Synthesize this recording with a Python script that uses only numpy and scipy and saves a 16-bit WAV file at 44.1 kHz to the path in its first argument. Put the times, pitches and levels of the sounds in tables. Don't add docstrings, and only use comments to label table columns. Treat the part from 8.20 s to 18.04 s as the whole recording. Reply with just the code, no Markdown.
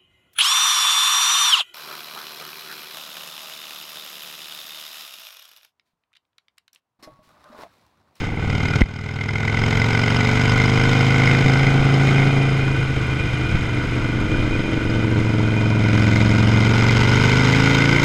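import sys
import numpy as np
from scipy import signal
from scipy.fft import rfft, irfft, next_fast_len
from scipy.io import wavfile
from scipy.ndimage import uniform_filter1d

SR = 44100
rng = np.random.default_rng(int(sys.argv[2]) if len(sys.argv) > 2 else 0)


def persist_wave(psi):
    counts = np.round(np.clip(psi, -1, 1) * 32767).astype(np.int16)
    wavfile.write(sys.argv[1], SR, np.atleast_2d(counts).T)


N = 433944
STEP = 4
KNOCK_S = .6158

FIRING_PLACES = [.376, .814]
# start_s, boom_db, low_mode_db, high_mode_hz, high_mode_db,
# pulse_half_width_ms, front_return_delay_cycles, rear_return_delay_cycles, return_db, late_return_db
PIPE_STATE = [(0, -38, -39, 786, -45, 1.45, 0.235, 0.1566, -2, -26.5),
              (1.2, -55.5, -32, 776, -39, 2.33, 0.2144, 0.17, -3, -4),
              (2.3, -42, -32, 790, -38, 1.65, 0.21, 0.22, -5, -25),
              (3.4, -31, -29.5, 763, -37, 1.7, 0.22, 0.2, 2, 0),
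              (4.2, -31, -30, 740, -38, 1.46, 0.22, 0.19, -0.5, -0.5),
              (4.7, -34, -34.5, 652, -43.5, 2.4, 0.23, 0.2, 6.5, -2),
              (5.4, -32.5, -36, 640, -40.5, 2.2, 0.24, 0.22, 6, 8),
              (6.1, -26, -32, 570, -41, 1.04, 0.22, 0.22, 1.5, 6),
              (6.9, -25, -30.5, 586, -39.5, 1.2, 0.22, 0.2, 1, -5),
              (7.4, -30.5, -32, 596, -34, 1.05, 0.215, 0.194, -1.5, 1),
              (8., -33, -40.5, 646, -33, 1.05, 0.22, 0.2018, 3.5, -6.5),
              (8.6, -46, -32, 700, -34.5, 1.18, 0.22, 0.2, 1, -7),
              (9.2, -41, -30, 790, -42, 1.26, 0.23, 0.22, -7, -30),
              (9.84, -27, -33, 835, -45, 0.94, 0.23, 0.22, -9, -41.5)]
# start_s, clack_db, dull_rear_knock_db, return_rasp_and_clack_db,
# front_share_of_rasp_and_clack_db
FRAME_BLOW = [(0, -39.5, -61, -4, -6), (.5, -34.5, -45, -18, -0.5), (1.2, -29.5, -48, -14, -1.5),
              (2.4, -30, -48, -5, -0.5), (2.85, -29, -48, -6, -2), (3.12, -26, -51.5, -7, 1),
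              (3.2, -34, -47, -14.5, -1), (3.45, -25.5, -44, -7, 2), (3.56, -39, -47.5, -6, -3),
              (4.03, -27, -52.5, -5, 2), (4.15, -55, -46, -8, -5), (4.6, -45, -52.5, -9, -5),
              (6, -46, -47, -4, 1), (7, -66, -41, 0, 2.5), (7.7, -33, -37.5, -2, 3),
              (8.1, -40, -38, -1, 2.5), (8.7, -31, -36, -2, -1), (9.3, -30, -45, -0.5, 0),
              (9.84, -26, -45, -14, -6)]
# start_s, tenth_overtone_db, low_mode_hz, top_mode_hz, top_mode_db, valve_crack_db
EXHAUST_TONES = [(0, -54, 437, 940, -55, -40), (1.2, -39, 454, 930, -39, -37),
                 (2, -30.5, 483, 960, -36, -33), (2.8, -31.5, 480, 1010, -35, -32),
                 (3.5, -34, 447, 1010, -48, -31.5), (4.2, -37.5, 431.4, 990, -46, -33),
                 (4.7, -44.5, 444, 966, -59, -54), (5.6, -42, 442, 950, -48, -51),
                 (6.5, -40, 448, 945, -52, -46), (7.5, -38, 432, 965, -57, -47),
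                 (8.3, -32, 467, 940, -38, -54), (8.9, -37.5, 460, 940, -31.5, -46),
                 (9.4, -25, 472, 930, -34, -47), (9.84, -30, 520, 950, -32, -46)]


def gain_of(db):
    return 10 ** (np.asarray(db) / 20)


def evened(x):
    return x / np.sqrt(np.mean(x ** 2) + 1e-20)


def smoothed(x, size):
    return uniform_filter1d(uniform_filter1d(x, size=size), size=size)


def steadied(x):
    return x / np.sqrt(abs(smoothed(x ** 2, 4000)) + 1e-12)


def curves(rows, s):
    t, *columns = np.transpose(rows)
    return [np.interp(s, t, column) for column in columns]


def by_throttle(ends, throttle):
    return ends[0] + (ends[1] - ends[0]) * throttle


def filled(x):
    return signal.resample_poly(x, STEP, 1, axis=-1)[..., :N]


def at_level(x, db):
    return gain_of(np.repeat(db, STEP)[:N]) * x


def coloured(x, points):
    hz, db = np.transpose(points)
    size = next_fast_len(len(x))
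    bins_hz = np.fft.rfftfreq(size, 1 / SR)
    curve_db = np.interp(np.log(bins_hz + 1), np.log(hz), db)
    return irfft(rfft(x, size) * gain_of(curve_db), size)[:len(x)]


def resonate(x, hz, width_hz):
    return signal.lfilter(*signal.iirpeak(hz, hz / width_hz, SR), x)


def gliding(x, hz, width_hz):
    turn = np.exp(2j * np.pi * np.cumsum(hz) * STEP / SR)
    r = np.exp(-np.pi * width_hz * STEP / SR)
    return (turn * signal.lfilter([1], [1, -2 * r, r * r], x / turn)).real


def case(x):
    # pitch_hz, width_hz, level_db
    modes = [(716, 800, -10.5), (970, 148, -1), (1195.6, 287, -3), (1488, 90, 8.5), (2047, 126, 5.5),
             (2360, 302, 0.5), (2804, 215.6, -3.5), (3118, 192, -2), (3634, 183, -5), (4100, 455, -10.5),
             (5006, 193, -6), (5364, 510, -13), (6570, 438, -15), (7665, 298, -20.5), (8370, 1100, -31),
             (9450, 470, -31), (10980, 2300, -40.5), (13000, 800, -55), (13900, 1400, -56.5)]
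    x = np.atleast_2d(x)
    total = 0
    for k, (hz, width_hz, db) in enumerate(modes):
        total = total + (-1) ** k * gain_of(db) * resonate(x[k // 2 % len(x)], hz, width_hz)
    return total


def wind():
    # middle_s, half_length_s, rise_db
    swells = [(0.46, 0.147, 3), (1.603, 0.15, 5), (2.394, 0.26, 6), (3.256, 0.042, 9), (3.452, 0.071, 6),
              (3.618, 0.04, 11), (5.346, 0.052, 12.5), (6.3, 0.48, 7.5), (6.79, 0.285, 2.5),
              (8.2, 0.26, 1.5), (8.9, 0.28, 5)]
    # pitch_hz, level_db_per_hz
    buffet_colour = [(5, -29), (14, -4), (20, -13), (30, -6), (60, -14), (150, -12.5), (400, -41),
                     (2000, -94)]
    # start_s, level_db
    ring_levels = [(0, -52), (.5, -38.5), (1.5, -55), (2, -39.5), (3.2, -36), (3.7, -40), (4.1, -31),
                   (4.4, -40), (4.55, -32), (4.75, -44), (5.05, -35), (5.8, -42.5), (6.15, -34), (6.6, -39),
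                   (7.05, -42), (7.35, -35.5), (8, -39.5), (9.84, -43.5)]
    t = np.arange(N) / SR
    buffet_db = -31.5 + sum(db * np.exp(-((t - s) / half) ** 2) for s, half, db in swells)
    a, c, lumps = rng.standard_normal((N, 3)).T
    lumps = evened(smoothed(lumps, 1500))
    buffet = evened(coloured(a, buffet_colour)) * gain_of(buffet_db + 0.46 * lumps)
    waver = evened(smoothed(a[::STEP], 1500))
    lower = steadied(filled(gliding(c[::STEP], 2431 + 10 * waver, 21.7)))
    upper = evened(resonate(resonate(c, 3106, 139), 3106, 139))
    ring_db, = curves(ring_levels, t)
    ring = (lower + gain_of(-11.5) * upper) * gain_of(ring_db + 2.2 * lumps[::-1])
    return buffet + ring


def rustle_and_rattle():
    t = np.arange(N) / SR
    noise, grain = rng.standard_normal((N, 2)).T
    grain_db = 2.0 * evened(uniform_filter1d(grain, size=150))
    rustle = gain_of(-34 + grain_db) * np.exp(-(t / 0.095) ** 4)
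    rattle = gain_of(-19) * (t > KNOCK_S) * np.exp(-abs(t - KNOCK_S) * 1000 / 14.8)
    return (rustle + rattle) * evened(case(noise))


def hard_firings():
    # start_s, level_db, ring_hz
    hits = [(.404, -16, 2140), (.455, -16, 2144), (.5372, -18, 1410), (1.0106, -7.5, 2107),
            (1.0894, -10.5, 2060), (1.1568, -9.5, 2114), (1.279, -10, 2020), (1.3723, -14, 1997),
            (1.51, -18, 2040), (1.6172, -12.5, 2050), (1.75, -12, 2070), (1.946, -21, 1364),
            (2.0078, -12.5, 2020), (2.09, -18, 2190), (2.2563, -14, 2160), (2.3196, -13, 2050),
            (2.4, -12.5, 2090), (3.035, -12, 2220), (3.0744, -11, 2050), (3.1122, -10, 2100),
            (3.1486, -11, 2088), (3.8884, -15, 2200), (6.698, -30, 4910), (7.9588, -12, 2050),
            (8.0042, -18.5, 2060), (8.4509, -19, 1498), (8.6234, -13, 2122), (8.9161, -13, 2104),
            (9.4735, -14, 1464), (9.7617, -25, 2140)]
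    rise_ms, decay_ms, crack_db = 0.56, 5.6, -10.5
    cracks, rings = np.zeros((2, N))
    ms = np.arange(1500) * 1000 / SR
    shape = (1 - np.exp(-(ms / rise_ms) ** 2)) * np.exp(-ms / decay_ms)
    for s, db, hz in hits:
        cracks[round(s * SR):][:1500] += gain_of(db + crack_db) * shape
        rings[round(s * SR):][:1500] += gain_of(db) * shape * np.sin(2 * np.pi * hz * ms / 1000)
    return rings + cracks * evened(case(rng.standard_normal(N)))


def knock():
    # level_db, push_length_ms, ring_db
    strike = (13.1, 3.77, -6.5)
    db, push_ms, ring_db = strike
    ms = (np.arange(N) / SR - KNOCK_S) * 1000
    squeeze = 0.21 * np.exp(-((ms + 0.213) / 0.51) ** 2)
    push = -np.sin(np.pi * np.clip(ms / push_ms, 0, 1)) ** 2
    u = np.maximum(ms, 0)
    swing = 0.406 * np.sin(2 * np.pi * 0.0386 * np.maximum(u - 3.3, 0)) * np.exp(-(u / 27) ** 6)
    after = np.maximum(ms - 2.5, 0)
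    ring = np.sin(2 * np.pi * 2.07 * after) * np.exp(-after / 2.8)
    return gain_of(db) * (squeeze + push + swing + gain_of(ring_db) * ring)


def firing_pulses(t, turned, pulse, throttle, misfire, chance):
    # start_s, depth_db
    rear_dips = [(8.2, -23), (8.9, -7.5), (9.4, -2), (9.84, -2)]
    _, _, _, _, width_ms, front_lag, rear_lag, back_db, late_db = curves(PIPE_STATE, t)
    _, _, back_rasp_db, front_db = curves(FRAME_BLOW, t)
    rear_db = by_throttle((-4.5, 1), throttle)
    suck_db = by_throttle((-21.5, -2.5), throttle)
    rear_width_ms = by_throttle((2.4, 1.1), throttle)
    rear_edge_db = by_throttle((-6, 2), throttle)
    rear_place = FIRING_PLACES[1]
    thump = pulse(rear_place + 2 * rear_lag, late_db - 2.5, 2.1)
    puff = edge = blow = 0
    cylinders = zip(FIRING_PLACES, [front_lag, rear_lag], [0, rear_db], [.45, 1.1])
    for k, (place, lag, db, uneven) in enumerate(cylinders):
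        late, size, echo, hard, *gas = chance[np.floor(turned - place + 1.15).astype(int), k].T
        slip = 4.6 * (uneven * misfire) ** 2 * late
        db = db + 9.1 * uneven * misfire * size
        ms_wide = [width_ms, rear_width_ms][k]
        edge_db = db + k * rear_edge_db
        echo_db = back_db + .7 * echo
        thump = thump + pulse(place, db, ms_wide, slip)
        thump = thump + pulse(place + lag, db + echo_db, 1.04 * ms_wide, slip)
        thump = thump - pulse(place - .055, db + suck_db, 0.35 * width_ms, slip)
        thump = thump - pulse(place + 0.542 * lag, db + suck_db + 0.098, 0.59 * width_ms, slip)
        edge = edge + pulse(place - .015, edge_db, 0.33, slip) + pulse(place + lag, edge_db - 2.5, 0.53, slip)
        last_blow = pulse(place - .045, db + 0.7 * hard, 1.15, slip)
        share_db = (1 - k) * front_db
        db = db + share_db
        blow = blow + last_blow * gain_of(share_db)
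        blow = blow + pulse(place + lag, db + back_rasp_db + 0.5 + 3.5 * gas[0], 0.87, slip)
        first, second = 2.2 * np.array(gas[:2]), 2.2 * np.array(gas[2:])
        puff = puff + pulse(place - 0.025, db, 4.4, slip) * gain_of(first)
        puff = puff + pulse(place + lag, db + back_rasp_db, 2.2, slip) * gain_of(second)
    dip_db, = curves(rear_dips, t)
    thump = thump - pulse(rear_place + 0.086, dip_db, 1.2) - pulse(rear_place - .095, dip_db - 4.5, 1.0)
    return thump, edge, puff, blow, last_blow


def unburnt_pops(t, misfire):
    when, size = rng.random((len(t), 2)).T
    pops_per_s = 90. * np.maximum(misfire - .3, 0)
    pops = (when < pops_per_s * STEP / SR) * size
    pops[round(5.35 * SR / STEP)] = 2.5
    thump = 0.74 * signal.oaconvolve(pops, signal.windows.gaussian(200, 12.), "same")
    edge = 0.57 * signal.oaconvolve(pops, signal.windows.gaussian(40, 3.), "same")
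    return thump, edge


def pipe_rings(t, turned, pulse, edge):
    valve_lead = [.085, .095]
    boom_db, low_db, high_hz, high_db, *_ = curves(PIPE_STATE, t)
    tenth_db, low_hz, top_hz, top_db, valve_db = curves(EXHAUST_TONES, t)
    valve = pulse(FIRING_PLACES[0] - valve_lead[0], -4, 0.12) + pulse(FIRING_PLACES[1] - valve_lead[1], 0, 0.11)
    rings = gain_of(low_db) * steadied(gliding(edge, low_hz, 163.0))
    rings = rings + gain_of(high_db) * steadied(gliding(edge, high_hz, 228.0))
    rings = rings + gain_of(boom_db) * steadied(gliding(edge, 326 + 0 * t, 137.0))
    rings = rings + gain_of(tenth_db) * np.sqrt(2) * np.cos(20 * np.pi * (turned - .077))
    rings = rings + gain_of(top_db) * steadied(gliding(valve, top_hz, 196.0))
    rings = rings + gain_of(valve_db) * steadied(gliding(valve, high_hz, 280.0))
    return filled(rings)


def gas_noise(puff, speed, throttle):
    # pitch_hz, level_db
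    rasp_colour = [(600, -5), (2000, -3.5), (5000, 0.5), (9000, -0.5), (13000, 3.5)]
    hiss_colour = [(300, 18), (800, 4), (1500, -0.5), (3000, -0.5), (5500, -5.5), (9000, 1.5), (14000, 3)]
    # pitch_hz, level_db_per_hz
    burble_colour = [(40, 1), (80, -4), (160, -4), (300, 0), (520, -12.5), (750, -39), (1500, -60)]
    a, b, d, flicker = rng.standard_normal((N, 4)).T
    rasp_db = by_throttle((-58, -20.5), throttle)
    hiss_db = by_throttle((-33.5, -25), throttle) + 0.66 * (speed - 24)
    burble_db = by_throttle((-33, -34.5), throttle)
    bursts = filled(puff)
    rasp = steadied(case(bursts * coloured(a, rasp_colour)))
    flicker_db = 0.95 * evened(smoothed(flicker, 200))
    hiss = b * gain_of(flicker_db) * (1 + 0.12 * bursts[1])
    hiss = evened(case(coloured(hiss, hiss_colour)))
    burble = steadied(coloured(d * (1.3 + bursts[0]), burble_colour))
    return at_level(rasp, rasp_db) + at_level(hiss, hiss_db) + at_level(burble, burble_db)


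def frame_blows(t, turned, pulse, chance, blow, rear_blow, puff):
    # start_s, level_db
    clang_levels = [(0, -48), (1.2, -36), (2.4, -37), (3.5, -39), (4.6, -48), (6.3, -41), (7.2, -40.5),
                    (8.2, -37), (9, -37), (9.84, -38)]
    clack_db, throb_db, _, _ = curves(FRAME_BLOW, t)
    clang_db, = curves(clang_levels, t)
    _, _, top_hz, _, _ = curves(EXHAUST_TONES, t)
    a, c = rng.standard_normal((N, 2)).T
    clack = steadied(resonate(resonate(filled(blow) * c, 2111, 2 * 162), 2111, 162))
    rear_noise = (rear_blow + 0.21 * puff[0]) * rng.standard_normal(len(t))
    throb = steadied(filled(gliding(rear_noise, top_hz, 125)))
    front = pulse(FIRING_PLACES[0] + 0.045, 3. * chance[(turned + .1).astype(int), 0, 4], 3.)
    clang = steadied(resonate(resonate(filled(front) * a, 1460, 2 * 160), 1460, 160))
    return at_level(clack, clack_db) + at_level(throb, throb_db) + at_level(clang, clang_db)


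def valve_tick(t, turned, pulse, chance):
    # start_s, level_db
    tick_levels = [(0, -69), (2.8, -63), (3.4, -56), (5, -59), (6.5, -60.5), (7.7, -61.5), (8.3, -60),
                   (9.84, -62)]
    # pitch_hz, width_hz, level_db
    tick_modes = [(4120, 340, 5), (8740, 440, 0), (9505, 530, -2.5)]
    burst = pulse(0.12, 2.4 * chance[turned.astype(int), 0, 3], 2.5)
    noise = filled(burst) * rng.standard_normal(N)
    tick = sum(gain_of(db) * resonate(resonate(noise, hz, w), hz, w) for hz, w, db in tick_modes)
    tick_db, = curves(tick_levels, t)
    return at_level(steadied(tick), tick_db)


def engine():
    # start_s, cycles_per_s
    speeds = [(0.0, 19.18), (0.45, 19.358), (1.0, 20.255), (1.6, 22.425), (2.2, 24.376), (2.8, 26.097),
              (3.5, 27.175), (4.1, 27.371), (4.6, 26.403), (5.1, 25.378), (5.7, 24.134), (6.3, 23.604),
              (6.8, 22.84), (7.2, 21.972), (7.7, 21.85), (8.4, 22.59), (8.9, 24.285), (9.4, 26.904),
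              (9.9, 29.069)]
    # start_s, thump_db, throttle [0-1], misfiring [0-1]
    drive = [(0, -25.5, 0.2, 0.25), (.13, -26.5, 0, 0.04), (.3, -20.5, 0.56, 0.02), (.5, -19, 0.67, 0.34),
             (1., -18, 0.7, 0), (1.8, -19, 0.78, 0.01), (2.6, -16, 0.82, 0.04), (3.3, -14.5, 0.77, 0.27),
             (3.6, -15, 0.62, 0.19), (3.9, -14, 0.69, 0.22), (4.3, -17, 0.45, 0.04),
             (4.7, -20.5, 0.35, 0.44), (5.5, -22, 0.42, 0.36), (5.9, -21.5, 0.39, 0.4),
             (6.5, -23.5, 0.41, 0.25), (6.9, -17.5, 0.46, 0.25), (7.55, -16.5, 0.51, 0.03),
             (7.75, -14.5, 0.73, 0.02), (8.3, -14, 0.76, 0.06), (8.7, -15, 0.87, 0.03),
             (9.3, -15.5, 0.91, 0.07), (9.84, -18, 0.87, 0)]
    # pitch_hz, level_db
    pipe_colour = [(20, -52.5), (45, -1), (80, 0), (130, 5), (190, 3.5), (260, 7), (330, 1), (460, 9.5),
                   (600, -4), (900, -33), (1300, -18.5), (2500, -50)]
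    t = np.arange(0, N + STEP, STEP) / SR
    speed, = curves(speeds, t)
    turned = np.cumsum(speed) * STEP / SR
    cycle_ms = 1000 / speed
    thump_db, throttle, misfire = curves(drive, t)
    misfire = np.clip(misfire, 0, 1)
    chance = rng.standard_normal((int(turned[-1]) + 3, 2, 8))

    def pulse(place, db, ms_wide, slip=0):
        ms = ((turned - place + .5) % 1 - .5) * cycle_ms - slip
        return gain_of(db) * np.exp(-abs(ms / ms_wide) ** 1.77)

    thump, edge, puff, blow, rear_blow = firing_pulses(t, turned, pulse, throttle, misfire, chance)
    pop_thump, pop_edge = unburnt_pops(t, misfire)
    thump = steadied(coloured(filled(thump + pop_thump), pipe_colour))
    return (at_level(thump, thump_db)
            + pipe_rings(t, turned, pulse, edge + pop_edge)
            + gas_noise(puff, speed, throttle)
            + frame_blows(t, turned, pulse, chance, blow, rear_blow, puff)
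            + valve_tick(t, turned, pulse, chance))


def scene():
    return (wind() + rustle_and_rattle() + hard_firings() + knock() + engine())[None]


def record(dry):
    peak_db = 20 * np.log10(abs(dry[0]) + 1e-9)
    fall = np.arange(N) * 15.7 / SR
    over_db = np.maximum(np.maximum.accumulate(peak_db + fall) - fall + 0.143, 0)
    over_db = uniform_filter1d(over_db, size=81, origin=-40)
    low_pass = signal.firwin(1023, 15300, window=("kaiser", 9), fs=SR)
    return signal.oaconvolve(dry / gain_of(over_db), low_pass[None], "same")


dry = scene()
out = record(dry)
persist_wave(out)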